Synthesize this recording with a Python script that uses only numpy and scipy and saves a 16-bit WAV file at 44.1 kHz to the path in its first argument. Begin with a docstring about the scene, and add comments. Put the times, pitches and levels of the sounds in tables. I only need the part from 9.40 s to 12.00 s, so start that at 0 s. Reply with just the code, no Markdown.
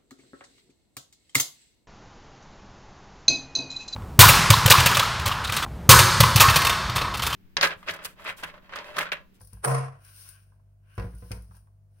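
"""A silicone spatula pushes shredded vegetables off a wooden board into a frying pan.
First a wet scrape (grainy noise), dull bumps of the board (ringing modes) and ticks of shreds (short noise).
Then one hard clack rings through the kitchen: bright noise, with ringing tones that swell under it.
After it come more scraping strokes, ticks and taps, and a run of board bumps and dry raps.
A low mains hum of a few wavering sines and faint room air last throughout."""
import sys
import numpy as np
from scipy import signal
from scipy.fft import rfft, irfft
from scipy.io import wavfile
from scipy.ndimage import uniform_filter1d

SR = 44100
rng = np.random.default_rng(int(sys.argv[2]) if len(sys.argv) > 2 else 0)


def put_to_file(sound):
    """Save the sound as 16-bit audio at rate SR, in the file named by the first command-line argument."""
    columns = np.atleast_2d(sound).T  # one column per channel
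    safe = np.clip(columns, -1, 1)
    whole_steps = np.round(safe * 32767)
    wavfile.write(sys.argv[1], SR, whole_steps.astype(np.int16))


N = 114660
T = np.arange(N) / SR  # time of each sample, s
FREQS = np.arange(N // 2 + 1) * SR / N  # frequency of each spectrum line, Hz
ROOM_T60_S = 0.37  # time for the kitchen's tail to fall by 60 dB


def amp(db):
    """Turn decibels into a gain."""
    return 10 ** (np.asarray(db) / 20)


def pan(db):
    """Left and right gains for a level difference; above zero leans left."""
    return amp(np.array([[db], [-db]]) / 2)


def shape(x, points):
    """Filter a sound by a curve of (f/Hz, gain/dB) points."""
    hz, db = np.array(points, float).T
    curve_db = np.interp(np.log(FREQS + 1), np.log(hz), db)
    return irfft(rfft(x) * amp(curve_db), N)


def colour(x, points):
    """Give a sound a spectrum, then scale it to a standard deviation of 1."""
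    y = shape(x, points)
    return y / y.std()


def noise():
    """Stereo noise: more alike on both sides in the bass, unrelated at the top."""
    mid, side = rng.standard_normal((2, N))
    side = shape(side, [(130, -6), (400, 1.0), (1200, 0)])
    return mid + side * np.array([[1], [-1]])


def walk(rate):
    """Random wander with a spread near 1: `rate` new values a second, joined smoothly."""
    k = int(SR / rate)
    steps = np.repeat(rng.standard_normal(N // k + 1), k)
    return uniform_filter1d(steps, k)[:N]


def fade(t, t60):
    """Exponential decay from time zero, falling 60 dB in t60 seconds."""
    return (t >= 0) * np.exp(-np.log(1000) * np.maximum(t, 0) / t60)


def swell(t, rise, hold, t60):
    """Soft attack, hold and a rounded turn into the decay."""
    attack = (1 - np.exp(-np.maximum(t, 0) / rise)) ** 2
    exponent = np.minimum(2 * np.log(1000) * (t - hold) / t60, 100)  # limit avoids overflow
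    return attack / np.sqrt(1 + np.exp(exponent))


def burst(t, t60, room_db):
    """A short decay followed by the kitchen's longer, weaker tail."""
    return np.hypot(fade(t, t60), amp(room_db) * fade(t, ROOM_T60_S))


def hits(rows, t60, room_db):
    """Joint loudness curve of a table of (t/s, level/dB) hits, added as powers."""
    return np.sqrt(sum((amp(db) * burst(T - s, t60, room_db)) ** 2 for s, db in rows))


def strike(t, modes):
    """Modes set ringing by one blow, a little different in level and pitch each time."""
    out = 0
    for hz, db, t60 in modes:
        level_change, pitch_change = rng.standard_normal(2)
        tone = -np.sin(2 * np.pi * hz * (1 + 0.0056 * pitch_change) * t)
        out = out + amp(db + level_change) * fade(t, t60) * tone
    return out


def clack_crack(t):
    """The bright start of the hard blow: a slap just ahead, a crack and a very short snap, all of noise."""
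    # spectra: f/Hz, level/dB
    crack_spectrum = [(200, -14.5), (450, 9), (800, 1.5), (1350, 4), (2000, -3.5), (3600, -16),
                      (5500, -11.5), (7300, -26.5), (8400, -3), (9200, 5.5), (10300, -7.5), (12000, -19),
                      (15500, -21.5)]
    snap_spectrum = [(3000, -27), (7400, -24.5), (8400, -2), (9100, 10), (10000, -6.5), (12000, -25.5)]
    rise_s, t60_s, slap_lead_s = 0.0046, 0.049, 0.006
    envelope = np.where(t < 0, np.exp(-np.abs(t) / rise_s), fade(t, t60_s))
    crack = amp(-19.5) * envelope * colour(noise(), crack_spectrum) * pan(-3.5)
    slap = amp(-25.5) * fade(t + slap_lead_s, t60_s) * colour(noise(), crack_spectrum)
    snap = amp(-19) * fade(t, 0.012) * colour(noise(), snap_spectrum) * pan(-9.5)
    return crack + slap + snap


def clack_ring(t):
    """The dense rattling ring: flickering noise whose bands each swell, hold and die away in their own time."""
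    # spectrum: f/Hz, level/dB
    ring_spectrum = [(60, -25.5), (150, 1.5), (270, -10.5), (350, -6), (700, 3.5), (850, -5), (1050, 2.5),
                     (1500, -7), (2600, -17.5), (3700, -30.5), (5500, -21), (7400, -31.5), (9200, -9),
                     (11500, -23), (15500, -24.5)]
    # bands: centre f/Hz, rise/s, hold/s, t60/s, left-right difference/dB
    ring_bands = [(382, .002, 0.06, 0.44, -8), (980, 0.01, 0.1, 0.42, 1), (2400, .014, 0.12, 0.41, 0.5),
                  (5500, .01, 0.12, 0.34, 3), (9300, .003, 0.09, 0.32, 2), (14000, .002, 0.025, 0.28, -5)]
    rattle_per_s, rattle_db = 170, 2.5
    rattling = noise() * amp(rattle_db * walk(rattle_per_s))
    spectrum = rfft(colour(rattling, ring_spectrum))
    centres = np.log([band[0] for band in ring_bands])
    out = np.zeros((2, N))
    for share, (_, rise, hold, t60, pan_db) in zip(np.eye(len(centres)), ring_bands):
        weight = np.interp(np.log(FREQS + 1), centres, share)  # neighbouring bands cross-fade
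        band = irfft(spectrum * weight, N)
        out += amp(-27.5) * band * swell(t, rise, hold, t60) * pan(pan_db)
    return out


def clack_modes(t):
    """Ringing tones after the blow, with a low boom that swells in under them: sines that swell, hold, then are
    damped."""
    # ringing modes: f/Hz, level/dB, rise/s, hold/s, t60/s, left-right difference/dB
    ring_modes = [(133.6, -17.5, .027, 0.093, 0.5, 2), (426, -45, 0.0092, 0.064, 0.44, -6),
                  (466.3, -33, 0.0095, 0.11, 0.39, -9.5), (570, -40.5, .012, .05, .3, -2),
                  (721.2, -30.5, .006, .05, 0.52, -4), (743, -41.5, 0.0073, 0.092, 0.5, 3.5),
                  (966, -35, .02, 0.11, .3, -1.5), (1043, -37.5, .02, .11, 0.33, 4.5),
                  (344, -41, .02, .042, 0.27, -3), (1875, -44, .012, 0.099, 0.38, 3.5)]
    damp_s, damp_t60_s = .28, .4  # extra damping sets in this long after the blow
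    damping = np.hypot(1, np.exp(np.minimum(np.log(1000) * (t - damp_s) / damp_t60_s, 20)))
    out = np.zeros((2, N))
    for hz, db, rise, hold, t60, pan_db in ring_modes:
        # the two sides may drift further apart in phase at higher pitch
        side_shift = min(hz / 3000, 1) * np.array([[0], [rng.uniform(-0.62, 1)]])
        phase = 2 * np.pi * (rng.random() + side_shift)
        tone = np.sin(2 * np.pi * hz * t + phase)
        out += amp(db) * swell(t, rise, hold, t60) / damping * tone * pan(pan_db)
    return out


def clack():
    """One hard blow sets off a crack, a rattling ring and slower ringing modes."""
    t = T - .2485  # time since the blow, s
    return clack_crack(t) + clack_ring(t) + clack_modes(t)


def board():
    """Each bump rocks the hand-held board, rings its wood and clicks at the contact."""
    # bumps: t/s, low thud level/dB, woody knock level/dB, click level/dB, pitch of the wood/ratio
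    bumps = [(.007, -49.5, -57, -60, 1.06), (0.128, -44, -59.5, -60, 0.99), (1.579, -30, -33.5, -52, 1),
             (1.597, -56, -41.5, -53, 1.1), (1.621, -38, -44.5, -55, 1), (1.644, -30.5, -43.5, -68, 1),
             (1.735, -41, -54.5, -83, .97), (1.823, -42.5, -48.5, -71, 1.02),
             (1.908, -35, -41.5, -56, 1.035), (1.916, -48.5, -43.5, -34, 0.92), (1.962, -41, -61, -68, .96),
             (2.089, -49, -76, -90, 0.79)]
    # board modes: f/Hz, level/dB, t60/s
    low_modes = [(56.26, 2.5, 0.45), (100.4, 6.5, 0.14), (180.1, -8, 0.4)]
    high_modes = [(345.2, -8.5, 0.15), (480.1, -5.5, 0.28), (705.8, -14.5, 0.23), (1003, -12, 0.25),
                  (1484, -13, 0.19), (1937, -21, 0.12), (2400, -27, 0.12)]
    # spectra: f/Hz, level/dB
    wood_spectrum = [(90, 3), (220, 1.5), (480, 3.5), (750, -5), (1050, -3.5), (1600, -10), (2500, -20.5),
                     (8000, -44.5)]
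    click_spectrum = [(500, -13.5), (1500, -2), (2400, 6), (3600, -10.5), (5400, 3.5), (7400, -16.5),
                      (9300, 4), (11500, -12.5), (15500, -14)]
    thud_rise_s = .00002  # for a 0 dB thud; gentler bumps push for longer
    wood_db = -2  # noise of the wood against its modes
    tones, wood_power, click_power = np.zeros((3, N))
    for s, thud_db, knock_db, click_db, pitch in bumps:
        start = int(s * SR)
        i = slice(max(start, 0), start + SR // 2)
        t = T[i] - s
        push = 1 - np.exp(-np.abs(t) * amp(thud_db) / thud_rise_s)
        tones[i] += amp(thud_db) * push * strike(t, low_modes)
        tones[i] += amp(knock_db) * strike(t * pitch, high_modes)
        wood_power[i] += (amp(knock_db + wood_db) * burst(t, 0.059, -5.5)) ** 2
        click_power[i] += (amp(click_db) * burst(t, 0.043, -20)) ** 2
    wood = np.sqrt(wood_power) * colour(noise(), wood_spectrum)
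    click = np.sqrt(click_power) * colour(noise(), click_spectrum) * pan(4)
    return tones + wood + click


def raps():
    """The board rattles in dry raps: short bursts of mid-range noise."""
    # raps: t/s, level/dB
    rap_hits = [(1.582, -38), (1.598, -39.5), (1.625, -48.5), (1.668, -57)]
    # spectrum: f/Hz, level/dB
    rap_spectrum = [(600, -7), (1400, 4.5), (2600, -2.5), (3500, -15), (5500, -11.5), (7500, -47)]
    return hits(rap_hits, 0.035, -15.5) * colour(noise(), rap_spectrum)


def scraping():
    """Countless tiny slips of wet shreds hiss and rub the wood; hard strokes add a broad, stuttering spray."""
    # strokes: t/s, wet hiss level/dB, rub on the wood level/dB
    strokes = [(0, -62.5, -108), (0.141, -67.5, -70.5), (0.211, -77, -75.5), (.57, -80.5, -77.5),
               (.65, -59.5, -64), (.72, -55.5, -63), (0.811, -50.5, -64), (0.912, -55, -62),
               (.97, -66, -65), (1.04, -72, -76), (1.2, -88.5, -90), (1.41, -93, -93.5),
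               (1.459, -84.5, -73.5), (1.53, -72, -64.5), (1.60, -61.5, -68), (1.71, -69, -79),
               (1.84, -61, -72.5), (1.95, -58.5, -67), (2.07, -74, -90), (2.159, -64.5, -74),
               (2.28, -86.5, -94), (2.48, -93.5, -101), (2.6, -73, -78.5)]
    # spectra: f/Hz, level/dB
    hiss_spectrum = [(2000, -26), (3800, -13), (5500, -3), (6600, -12), (7600, -30.5), (8500, -2.5),
                     (9300, 5), (11000, -8), (13000, -13.5), (15500, -7)]
    rub_spectrum = [(250, -13.5), (700, -11.5), (880, -17.5), (1060, 1), (1250, -8), (1530, 6.5),
                    (1800, -6), (2100, -7.5), (2550, -2.5), (3000, -5), (3400, -18.5), (6000, -33)]
    spray_spectrum = [(1500, -8.5), (5000, 0), (7600, -9.5), (9800, 4), (14000, 0)]
    slips_per_s, slip_spread_db = 5000, 2.2
    s, hiss_points, rub_points = np.array(strokes).T
    hiss_db = np.interp(T, s, hiss_points)
    rub_db = np.interp(T, s, rub_points)

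    slip_size = amp(slip_spread_db * np.minimum(rng.exponential(size=N), 5))
    slips = (rng.random(N) < slips_per_s / SR) * slip_size
    grain = slips * rng.standard_normal((2, N))
    grain = grain / grain.std() + 0.86 * noise()
    hiss = colour(grain, hiss_spectrum) * amp(hiss_db + 1.6 * walk(45)) * pan(4)
    rub = colour(grain, rub_spectrum) * amp(rub_db + 1.8 * walk(39)) * pan(2)

    # the spray grows faster than the hiss: 1.4 dB for each dB
    hard_stroke_db, spray_slope, stutter_db, stutter_per_s = -50.5, 1.4, 2.5, 110
    spray_db = -56.5 + spray_slope * (hiss_db - hard_stroke_db)
    stutter = stutter_db * walk(stutter_per_s)
    spray = colour(noise(), spray_spectrum) * amp(spray_db + stutter) * pan(4)
    return hiss + rub + spray


def shreds():
    """Shreds snap or land in moist ticks, and soft clumps tap the pan: short bursts of noise."""
    # hits: t/s, level/dB
    tick_hits = [(.014, -48), (.048, -51.5), (.073, -49), (.132, -45), (.649, -49), (.889, -39.5),
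                 (1.553, -59), (1.75, -55.5), (1.784, -54.5), (1.948, -52), (2.022, -54), (2.151, -58),
                 (2.167, -52.5)]
    tap_hits = [(.008, -51.5), (.135, -56.5), (.169, -58), (1.120, -61), (1.197, -68.5), (2.111, -54),
                (2.145, -58), (2.168, -60.5), (2.273, -65)]
    # spectra: f/Hz, level/dB
    tick_spectrum = [(1500, -21.5), (3500, -22), (5400, -6), (7400, -20), (9400, 7), (11500, -6.5),
                     (15500, -13)]
    tap_spectrum = [(700, -6.5), (960, 5), (1150, -0.5), (1350, -10), (1580, -1.5), (1850, -20),
                    (4000, -37)]
    ticks = hits(tick_hits, 0.032, -15.5) * colour(noise(), tick_spectrum) * pan(5.5)
    taps = hits(tap_hits, 0.062, -15.5) * colour(noise(), tap_spectrum)
    return ticks + taps


def nearby(x):
    """Worktop, pan and tiles close by add four early echoes that comb the sound."""
    # echo filter: f/Hz, gain/dB
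    echo_curve = [(500, -22), (1100, -2.5), (1700, 0), (4500, -2.5), (9000, -7)]
    lags_s = rng.uniform(0.001213, .011, size=4)
    echo = amp(-12.5) * shape(x, echo_curve)
    return x + sum(np.pad(echo, ((0, 0), (int(s * SR), 0)))[:, :N] for s in lags_s)


def lean_left(x):
    """Lean the treble left, from nothing at 10 kHz to the full difference at 12.5 kHz."""
    difference_db = 5.5
    left = shape(x[0], [(10000, 0), (12500, difference_db / 2)])
    right = shape(x[1], [(10000, 0), (12500, -difference_db / 2)])
    return np.array([left, right])


def kitchen():
    """An appliance hum of sines that waver in level and pitch, over faint room air made of noise."""
    # hum: f/Hz, level/dB
    hum_tones = [(49.6, -60.5), (99.3, -54), (148.8, -68), (642, -83), (691, -86.5)]
    # spectrum: f/Hz, level/dB
    air_spectrum = [(25, -11.5), (50, 6), (170, -3.5), (260, -17), (650, -19.5), (3000, -41.5),
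                    (15500, -39.5)]
    waver_db, pitch_drift = .6, .006  # drift as a share of the pitch
    hum = np.zeros(N)
    for hz, db in hum_tones:
        cycles = rng.random() + hz * np.cumsum(1 + pitch_drift * walk(3.8)) / SR
        hum += amp(db + waver_db * walk(6.8)) * np.sin(2 * np.pi * cycles)
    air = amp(-67) * colour(noise(), air_spectrum) * pan(-2)
    return hum * pan(1.2) + air


def scene():
    """Work at the board, with its close echoes and left-leaning treble, in the humming kitchen."""
    work = nearby(clack() + board() + raps() + scraping() + shreds())
    return lean_left(work) + kitchen()


def record(dry):
    """The recorder thins the deepest bass and cuts the top."""
    low_cut_hz, top_hz = 43, 15900
    bass_cut = signal.butter(5, low_cut_hz, "high", fs=SR, output="sos")
    top_cut = signal.ellip(10, .2, 80, top_hz, fs=SR, output="sos")
    return signal.sosfilt(top_cut, signal.sosfilt(bass_cut, dry))


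dry = scene()
out = record(dry)
put_to_file(out)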